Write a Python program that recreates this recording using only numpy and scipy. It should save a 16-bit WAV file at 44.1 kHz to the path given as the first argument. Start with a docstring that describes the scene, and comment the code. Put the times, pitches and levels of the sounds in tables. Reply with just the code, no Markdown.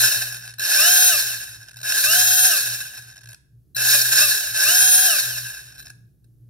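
"""Bursts of ticking, rattling and whining gears, heard in a quiet, small room: a small brushless motor on a model
car chassis, lying on a plastic tray, is revved below a phone with two microphone ports.
Pinion teeth strike and scrape the spur gear and ring the chassis; mesh and magnets whine with speed, sliding
teeth hiss, and brief scrapes stand out, some of them as knocks. The controller sings when it starts the rotor.
Behind it all a low hum wavers."""
import sys
import numpy as np
from scipy import signal
from scipy.fft import rfft, irfft, next_fast_len
from scipy.io import wavfile
from scipy.ndimage import uniform_filter1d

SR = 44100
rng = np.random.default_rng(int(sys.argv[2]) if len(sys.argv) > 2 else 0)


def master(y):
    """Save y as 16-bit WAV."""
    cut = np.clip(np.atleast_2d(y).T, -1, 1)
    pcm = np.round(cut * 32767)  # scale
    wavfile.write(sys.argv[1], SR, pcm.astype(np.int16))


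N = 286209
T = np.arange(N) / SR  # seconds


def undb(db):
    """Decibels to amplitude."""
    return 10 ** (np.asarray(db) / 20)


def unit(x):
    """Scale to rms 1."""
    return x / np.sqrt(np.mean(x ** 2))


def over_hz(table, size):
    """A (Hz, value) table read at every bin of a transform, along log frequency."""
    hz, value = np.transpose(table)
    bins = np.fft.rfftfreq(size, 1 / SR)
    return np.interp(np.log(bins + 1), np.log(hz + 1), value)


def noise(spectrum):
    """Noise with the given colour, rms 1."""
    size = N + N % 2
    white = rfft(rng.standard_normal(size))
    return unit(irfft(white * undb(over_hz(spectrum, size)))[:N])


def walk(rate):
    """Random levels held 1 / rate s and slewed twice; rms 1."""
    hold = int(SR / rate)
    steps = np.repeat(rng.standard_normal(N // hold + 1), hold)
    return unit(uniform_filter1d(uniform_filter1d(steps, hold), hold)[:N])


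# Colour of the hiss of sliding teeth. Each row: frequency in Hz, relative level in dB per Hz.
SLIDING_COLOUR = [(2000, -41.5), (3400, -12), (3840, -1), (4770, -10.5), (5520, -6), (7030, -6.5),
                  (7840, -9), (9800, -5.5), (10900, -3), (13100, -1.5), (15600, -12.5)]


def gears():
    """Ticks and scrapes ring the chassis, the whine sounds beside them; sliding teeth add a hiss. Returns the
    car's sound, and each port's own hiss."""
    mesh, load, pull = motor()
    count_up = np.cumsum(mesh) / SR  # teeth passed so far
    ticks, scrape = teeth(count_up)
    # ticks and scrapes sound at every speed, single ticks a little stronger when slow;
    # overlapping scrapes merge into a steady rub
    tick_part = unit(ticks) * (mesh.max() / mesh) ** .2 * .6
    scrape_part = unit(scrape / (np.sqrt(mesh) + mesh / 14))
    strike = tick_part + scrape_part
    # slow contacts are softer and duller
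    dull = signal.lfilter([.35], [1, -.65], strike)
    strike = dull + (strike - dull) * (mesh / mesh.max()) ** .45
    level, hiss = loudness(mesh, load, pull)
    ring = 0.76 * unit(chassis(strike * undb(2.0 * walk(70))))
    shared = noise(SLIDING_COLOUR)
    own = np.array([noise(SLIDING_COLOUR), noise(SLIDING_COLOUR)])
    flicker = hiss * undb(-4.0 + 1.0 * walk(120))
    car = level * (ring + whine(mesh, load, count_up)) + flicker * shared
    return car, 1.74 * flicker * own


# Trigger pulls. Each row: trigger on in seconds, off in seconds, spin-up time in seconds, full mesh rate in Hz
# at release, coasting time in seconds, ring level in dB and hiss level in dB before speed and load act.
PULLS = [(-.6, -0.129, 0.24, 3244, .36, -10.5, -11.5), (0.582, 1.09, 0.25, 3229, 0.33, -17, -18.5),
         (1.82, 2.481, 0.28, 3238, 0.38, -19.5, -19.5), (3.749, 3.952, 0.23, 3250, .45, -17, -15),
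         (4.117, 4.237, .24, 3243, .4, -16.5, -16.5), (4.548, 5.067, .187, 3263, .41, -19, -20)]
AIM_HZ, FRICTION_HZ = 4400, 500  # spin-up heads above full rate, coasting heads this far below zero
CRAWL_HZ = 70  # lowest mesh rate
KNEE, CREEP_HZ_PER_S = 40, 110  # sharpness of the speed limit, its slow rise
TRIGGER_S = .02  # trigger travel


def motor():
    """Exponential spin-up to a speed limit, then coasting: tooth mesh rate in Hz, load (0-1) and pull number."""
    mesh, load, pull = np.zeros(N), np.zeros(N), np.zeros(N, int)
    start = 0
    for k, (on, off, rise, full_hz, coast, _, _) in enumerate(PULLS):
        def free(s):
            return AIM_HZ - (AIM_HZ - start) * np.exp(-(s - on) / rise) + 1

        def limited(s):
            limit = full_hz - CREEP_HZ_PER_S * (off - s)
            return (free(s) ** -KNEE + limit ** -KNEE) ** (-1 / KNEE)

        released = limited(off)

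        def slowing(s):
            return np.maximum((released + FRICTION_HZ) * np.exp(-(s - off) / coast) - FRICTION_HZ, 0)

        next_on = PULLS[k + 1][0] if k + 1 < len(PULLS) else T[-1] + 1
        now = (T >= on) & (T < next_on)
        held = T[now] < off
        pulled = np.minimum(T[now], off)
        mesh[now] = np.where(held, limited(pulled), slowing(T[now]))
        load[now] = held * (limited(pulled) / free(pulled)) ** KNEE
        pull[now] = k
        start = slowing(next_on)
    travel = int(TRIGGER_S * SR)
    mesh = np.maximum(uniform_filter1d(mesh, size=travel), CRAWL_HZ)
    return mesh, uniform_filter1d(load, size=travel), pull


PINION_TEETH, SPUR_TEETH = 13, 63


def teeth(count_up):
    """A tick and a soft scrape per tooth; each spur tooth keeps its own size every turn, loose teeth rattle by chance."""
    tooth = np.arange(1, int(count_up[-1]))
    place = np.interp(tooth, count_up, np.arange(N)).astype(int)
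    own = rng.standard_normal(SPUR_TEETH)[tooth % SPUR_TEETH]
    chance = rng.standard_normal(len(tooth)) * undb(2.2 * rng.exponential(size=len(tooth)))
    wobble = 1 + 0.11 * np.sin(2 * np.pi * tooth / SPUR_TEETH)  # the spur runs off centre
    ticks, contact = np.zeros(N), np.zeros(N)
    ticks[place] = wobble * (1.5 * own + chance)
    # play makes the teeth meet unevenly
    slack = np.clip(.2 * rng.standard_normal(len(tooth)), -.45, .45)
    meeting = np.interp(tooth + slack, count_up, np.arange(N)).astype(int)
    contact[meeting] = wobble * undb(2.5 * rng.standard_normal(len(tooth)))
    # each contact swells and fades over a few ms
    pole = np.exp(-1 / (.0015 * SR))
    envelope = signal.lfilter([1], [1, -2 * pole, pole ** 2], contact)
    return ticks, envelope * rng.standard_normal(N)


# Modes of chassis and tray. Each row: frequency in Hz, width in Hz of a single pass, peak level in dB.
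CHASSIS_MODES = [(257, 140, -31), (388.2, 58, -20), (649.8, 130, -17), (728, 75, -18), (940, 190, -20.5),
                 (1264, 33, -31), (1580, 147, 0), (1648.7, 121, 1), (2612, 240, -6), (3375, 83, -15),
                 (3840, 290, -4), (4280, 860, -5.5), (4970, 550, -4.5), (5430, 260, 2), (6500, 510, -4),
                 (6893, 110, -3), (8370, 680, -3), (9100, 580, -25), (10050, 262, 5.5), (11500, 620, -15),
                 (12330, 480, -8), (13390, 530, -10.5), (14200, 550, -9.5)]


def chassis(x):
    """The modes of chassis and tray, each applied twice for steep flanks."""
    out = 0
    for hz, width, db in CHASSIS_MODES:
        b, a = signal.iirpeak(hz, hz / width, SR)
        out = out + undb(db) * signal.lfilter(np.convolve(b, b), np.convolve(a, a), x)
    return out


# The whines, one entry each: cycles per motor turn; strength in dB at full speed before radiation and load;
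# loss in dB per halving of speed; change in dB while the teeth are under load.
ORDERS_OF_TURN = [3, 6, 13, 26, 39, 52]
WHINE_DB = [-1, 1, 1, 6, 0, 2]
SLOW_FADE_DB = [7, 14, 3, 10, 5, 6]
LOADED_DB = [-2, 0, -1, -5, -2, 0]
# How well the car radiates a whine of each pitch. Each row: pitch in Hz, relative level in dB.
RADIATION = [(380, -25), (480, -37), (580, -22), (700, -16), (760, -21), (1050, -36), (1200, -16),
             (1500, -24), (2150, -34), (2450, -14), (2700, -7.5), (2950, -15), (3200, -20), (3600, -27),
             (4300, -6), (4800, -21), (5500, -14), (6000, -17), (6480, -11), (8000, -21), (10000, -13),
             (11300, -15), (13000, -10.5)]
MESH_LOW_HZ = 2200  # the small gears radiate mesh tones ever more weakly below this
# a sharp resonance that the third mesh harmonic meets at full speed
SING_HZ, SING_WIDTH_HZ, SING_DB = 9730, 47, 19.5


def whine(mesh, load, count_up):
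    """Clean tones locked to the motor turn, fading as it slows."""
    octaves = np.log2(mesh / mesh.max())
    hz, radiated = np.transpose(RADIATION)
    out = 0
    for cycles, db, fade, loaded in zip(ORDERS_OF_TURN, WHINE_DB, SLOW_FADE_DB, LOADED_DB):
        pitch = cycles * mesh / PINION_TEETH
        db = db + loaded * load + fade * octaves
        db = db + np.interp(pitch, hz, radiated, left=-60) + 1.5 * walk(25)
        if cycles >= PINION_TEETH:
            db = db - 40 * np.clip(1 - pitch / MESH_LOW_HZ, 0, 1)
        if cycles == 3 * PINION_TEETH:
            detuned = (pitch - SING_HZ) / SING_WIDTH_HZ
            db = db + np.maximum(SING_DB - 20 * np.log10(1 + detuned ** 2), 0)
        phase = 2 * np.pi * cycles * count_up / PINION_TEETH + .3 * walk(60)
        out = out + undb(db) * np.sin(phase)
    return np.sqrt(2) * out


# The gears cog along slowly, then stand until the next pull.
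# Each row: start in seconds, stop in seconds, added ring level in dB.
CRAWLS = [(0.449, 0.543, -41), (1.769, 1.824, -37), (3.22, 3.349, -43), (5.778, 5.917, -49.5)]
RING_DB_PER_OCTAVE, HISS_DB_PER_OCTAVE = 7.5, 11.5  # growth with speed, off load
# teeth under load ring louder; ring and hiss then lose these shares less at low speed
PUSH_DB, PUSH_RELIEF, HISS_RELIEF = 3, 0.64, 0.34
RATTLE_DB = -41.5  # loose teeth rattle at any speed


def loudness(mesh, load, pull):
    """Ring and hiss grow with speed and load; both cease while the gears stand."""
    octaves = np.log2(mesh / mesh.max())
    ring_db, hiss_db = np.transpose(PULLS)[5:, pull]
    ring_db = ring_db + PUSH_DB * load + RING_DB_PER_OCTAVE * octaves * (1 - PUSH_RELIEF * load)
    level = undb(ring_db) + undb(RATTLE_DB)
    hiss = undb(hiss_db + HISS_DB_PER_OCTAVE * octaves * (1 - HISS_RELIEF * load))
    turning = np.ones(N)
    for start, stop, db in CRAWLS:
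        level = level + undb(db) * ((T > start) & (T < stop))
        next_on = min([on for on, *_ in PULLS if on > start] + [T[-1] + 1])
        turning[(T >= stop) & (T < next_on)] = 0
    return uniform_filter1d(np.array([level, hiss]) * turning, size=200)


# Brief bursts of scraping: some are knocks, some just the louder chance moments of the running gears.
# Each row: start in seconds, level in dB before the chassis.
SCRAPE_BURSTS = [(0.5944, -11), (0.8495, -17), (1.7314, -40), (1.7679, -22), (1.8306, -15.5),
                 (2.0856, -10.5), (3.2126, -35.5), (3.2879, -26.5), (3.3075, -29), (3.7647, -5),
                 (3.7794, -18.5), (3.8082, -19.5), (3.9215, -15), (3.9489, -3.5), (4.0146, 0.5),
                 (4.2295, -11.5), (5.5466, -18), (5.858, -25.5), (5.879, -30), (5.8959, -32.5),
                 (5.9514, -50.5), (6.243, -46)]


def scrape_bursts():
    """Each burst is a few ms of fading noise into the chassis."""
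    x, length = np.zeros(N), int(0.013 * SR)
    fade = np.exp(-np.arange(length) / (0.0033 * SR))
    for (s, db), burst in zip(SCRAPE_BURSTS, rng.standard_normal((len(SCRAPE_BURSTS), length))):
        i = int(s * SR)
        x[i:i + length] += undb(db) * burst * fade
    return 1.1 * chassis(x) + 0.1 * x


# The controller pushes a slow rotor. Each row: start in seconds, end in seconds, level in dB before the throb.
STARTS = [(.455, .475, -50), (.584, .63, -38), (1.77, 1.83, -52), (3.748, 3.795, -35), (5.78, 5.83, -48)]
# Its switching tones. Each row: frequency in Hz, relative level in dB.
SWITCHING_TONES = [(4020, -2), (8040, -12), (12060, 3)]


def controller():
    """Switching tones that throb with each step of the rotor, 95 a second."""
    gate = 0
    for start, end, db in STARTS:
        throb = 1 + .5 * np.cos(2 * np.pi * 95 * (T - start - .004))
        gate = gate + undb(db) * ((T > start) & (T < end)) * throb
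    tones = 0
    for hz, db in SWITCHING_TONES:
        tones = tones + undb(db) * np.sin(2 * np.pi * hz * T + 0.43 * walk(300))
    return uniform_filter1d(gate, size=90) * tones


# Balance of the two microphone ports. Each row: frequency in Hz, left minus right in dB.
LEFT_DB = [(60, 3), (110, -3), (200, -2.5), (380, -4.5), (700, 1.5), (1290, -8), (2380, 4.5), (4400, -3.5),
           (8120, -2), (15000, 10)]
# Phase between the ports. Each row: frequency in Hz, lead of the left in radians.
LEFT_LEAD = [(0, 0), (2500, -1.3), (2840, .6), (3790, -4.5), (5770, -5.7), (6980, -1.5), (8100, -3.3),
             (9040, -1.2), (9470, 2.3), (11800, 2.9), (12900, 7.4), (13700, 4.7), (14100, 8.2), (15300, 10)]


def ports(x):
    """The two microphone ports hear each band with their own level and lag."""
    size = next_fast_len(N + 2048)
    lead = np.interp(np.fft.rfftfreq(size, 1 / SR), *np.transpose(LEFT_LEAD))
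    # each port takes half of the difference
    half = undb(over_hz(LEFT_DB, size) / 2) * np.exp(.5j * lead)
    return np.array([irfft(rfft(x, size) * h, size)[:N] for h in (half, 1 / half)])


ROOM_T60_S, ROOM_TREBLE_T60_S, ROOM_DB = .5, .2, -10


def room(x):
    """A diffuse tail, unrelated left and right, duller as it fades."""
    t = np.arange(int(.8 * SR)) / SR
    white = rng.standard_normal((2, len(t)))
    dull = signal.lfilter([.3], [1, -.7], white)
    low_tail = dull * np.exp(-np.log(1000) * t / ROOM_T60_S)
    treble_tail = (white - dull) * np.exp(-np.log(1000) * t / ROOM_TREBLE_T60_S)
    tail = (low_tail + treble_tail) * np.minimum(t / 0.0025, 1)
    tail = tail / np.sqrt(np.sum(tail ** 2) / 2)
    return undb(ROOM_DB) * signal.fftconvolve(x[None], tail, axes=1)[:, :N]


# Course of the hum. Each row: time in seconds, level in dB before the brief dips.
HUM = [(0.0, -40.5), (0.43, -54.5), (2.46, -52), (2.56, -65.5), (2.71, -47), (2.95, -68), (2.98, -56.5),
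       (3.33, -47), (3.42, -80), (3.56, -52), (3.7, -73), (3.78, -48), (4.95, -53.5), (5.01, -65),
       (5.35, -45), (5.69, -55), (6.42, -53), (6.49, -51.5)]
HUM_HZ, HUM_DRIFT_HZ = 118, 1.9
HUM_DIP_DB = 6.5  # depth scale: the hum keeps dropping out briefly
# Steady-pitched low tones. Each row: frequency in Hz, middle level in dB.
LOW_TONES = [(58.6, -65), (70, -72.5), (178, -74)]
# Colour of the faint hiss. Each row: frequency in Hz, relative level in dB per Hz.
QUIET_COLOUR = [(15, -44.5), (25, -21.5), (119, -9.5), (144, -4), (169, -20), (314, -22), (1000, -53.5),
                (1580, -49.5), (2070, -57), (5460, -50.5), (8180, -52), (11300, -43.5), (15600, -49.5)]
QUIET_DB = -60


def background():
    """A wavering hum, a few low tones and a faint flickering hiss."""
    phase = 2 * np.pi * np.cumsum(HUM_HZ + HUM_DRIFT_HZ * walk(4.7)) / SR
    hum_db = np.interp(T, *np.transpose(HUM)) + HUM_DIP_DB * (0.86 - walk(12) ** 2)
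    hum = np.sqrt(2) * undb(hum_db) * np.sin(phase)
    tones = 0
    for hz, db in LOW_TONES:
        tones = tones + np.sqrt(2) * undb(db + 4.0 * walk(18)) * np.sin(2 * np.pi * hz * T)
    mid, side = noise(QUIET_COLOUR), noise(QUIET_COLOUR)
    stereo = mid + .5 * side * np.array([[1], [-1]])
    return hum + tones + undb(QUIET_DB + 2.0 * walk(6)) * stereo


def scene():
    """The car straight and by way of the room, over the background."""
    ring, hiss = gears()
    car = ring + scrape_bursts() + controller()
    return ports(car) + hiss + room(car) + background()


TOP_HZ = 15740


def record(dry):
    """The phone rounds the loudest peaks and cuts the top."""
    rounded = .9 * np.tanh(dry / .9)
    top_cut = signal.ellip(12, .2, 90, TOP_HZ, fs=SR, output="sos")
    return signal.sosfilt(top_cut, rounded)


dry = scene()
out = record(dry)
master(out)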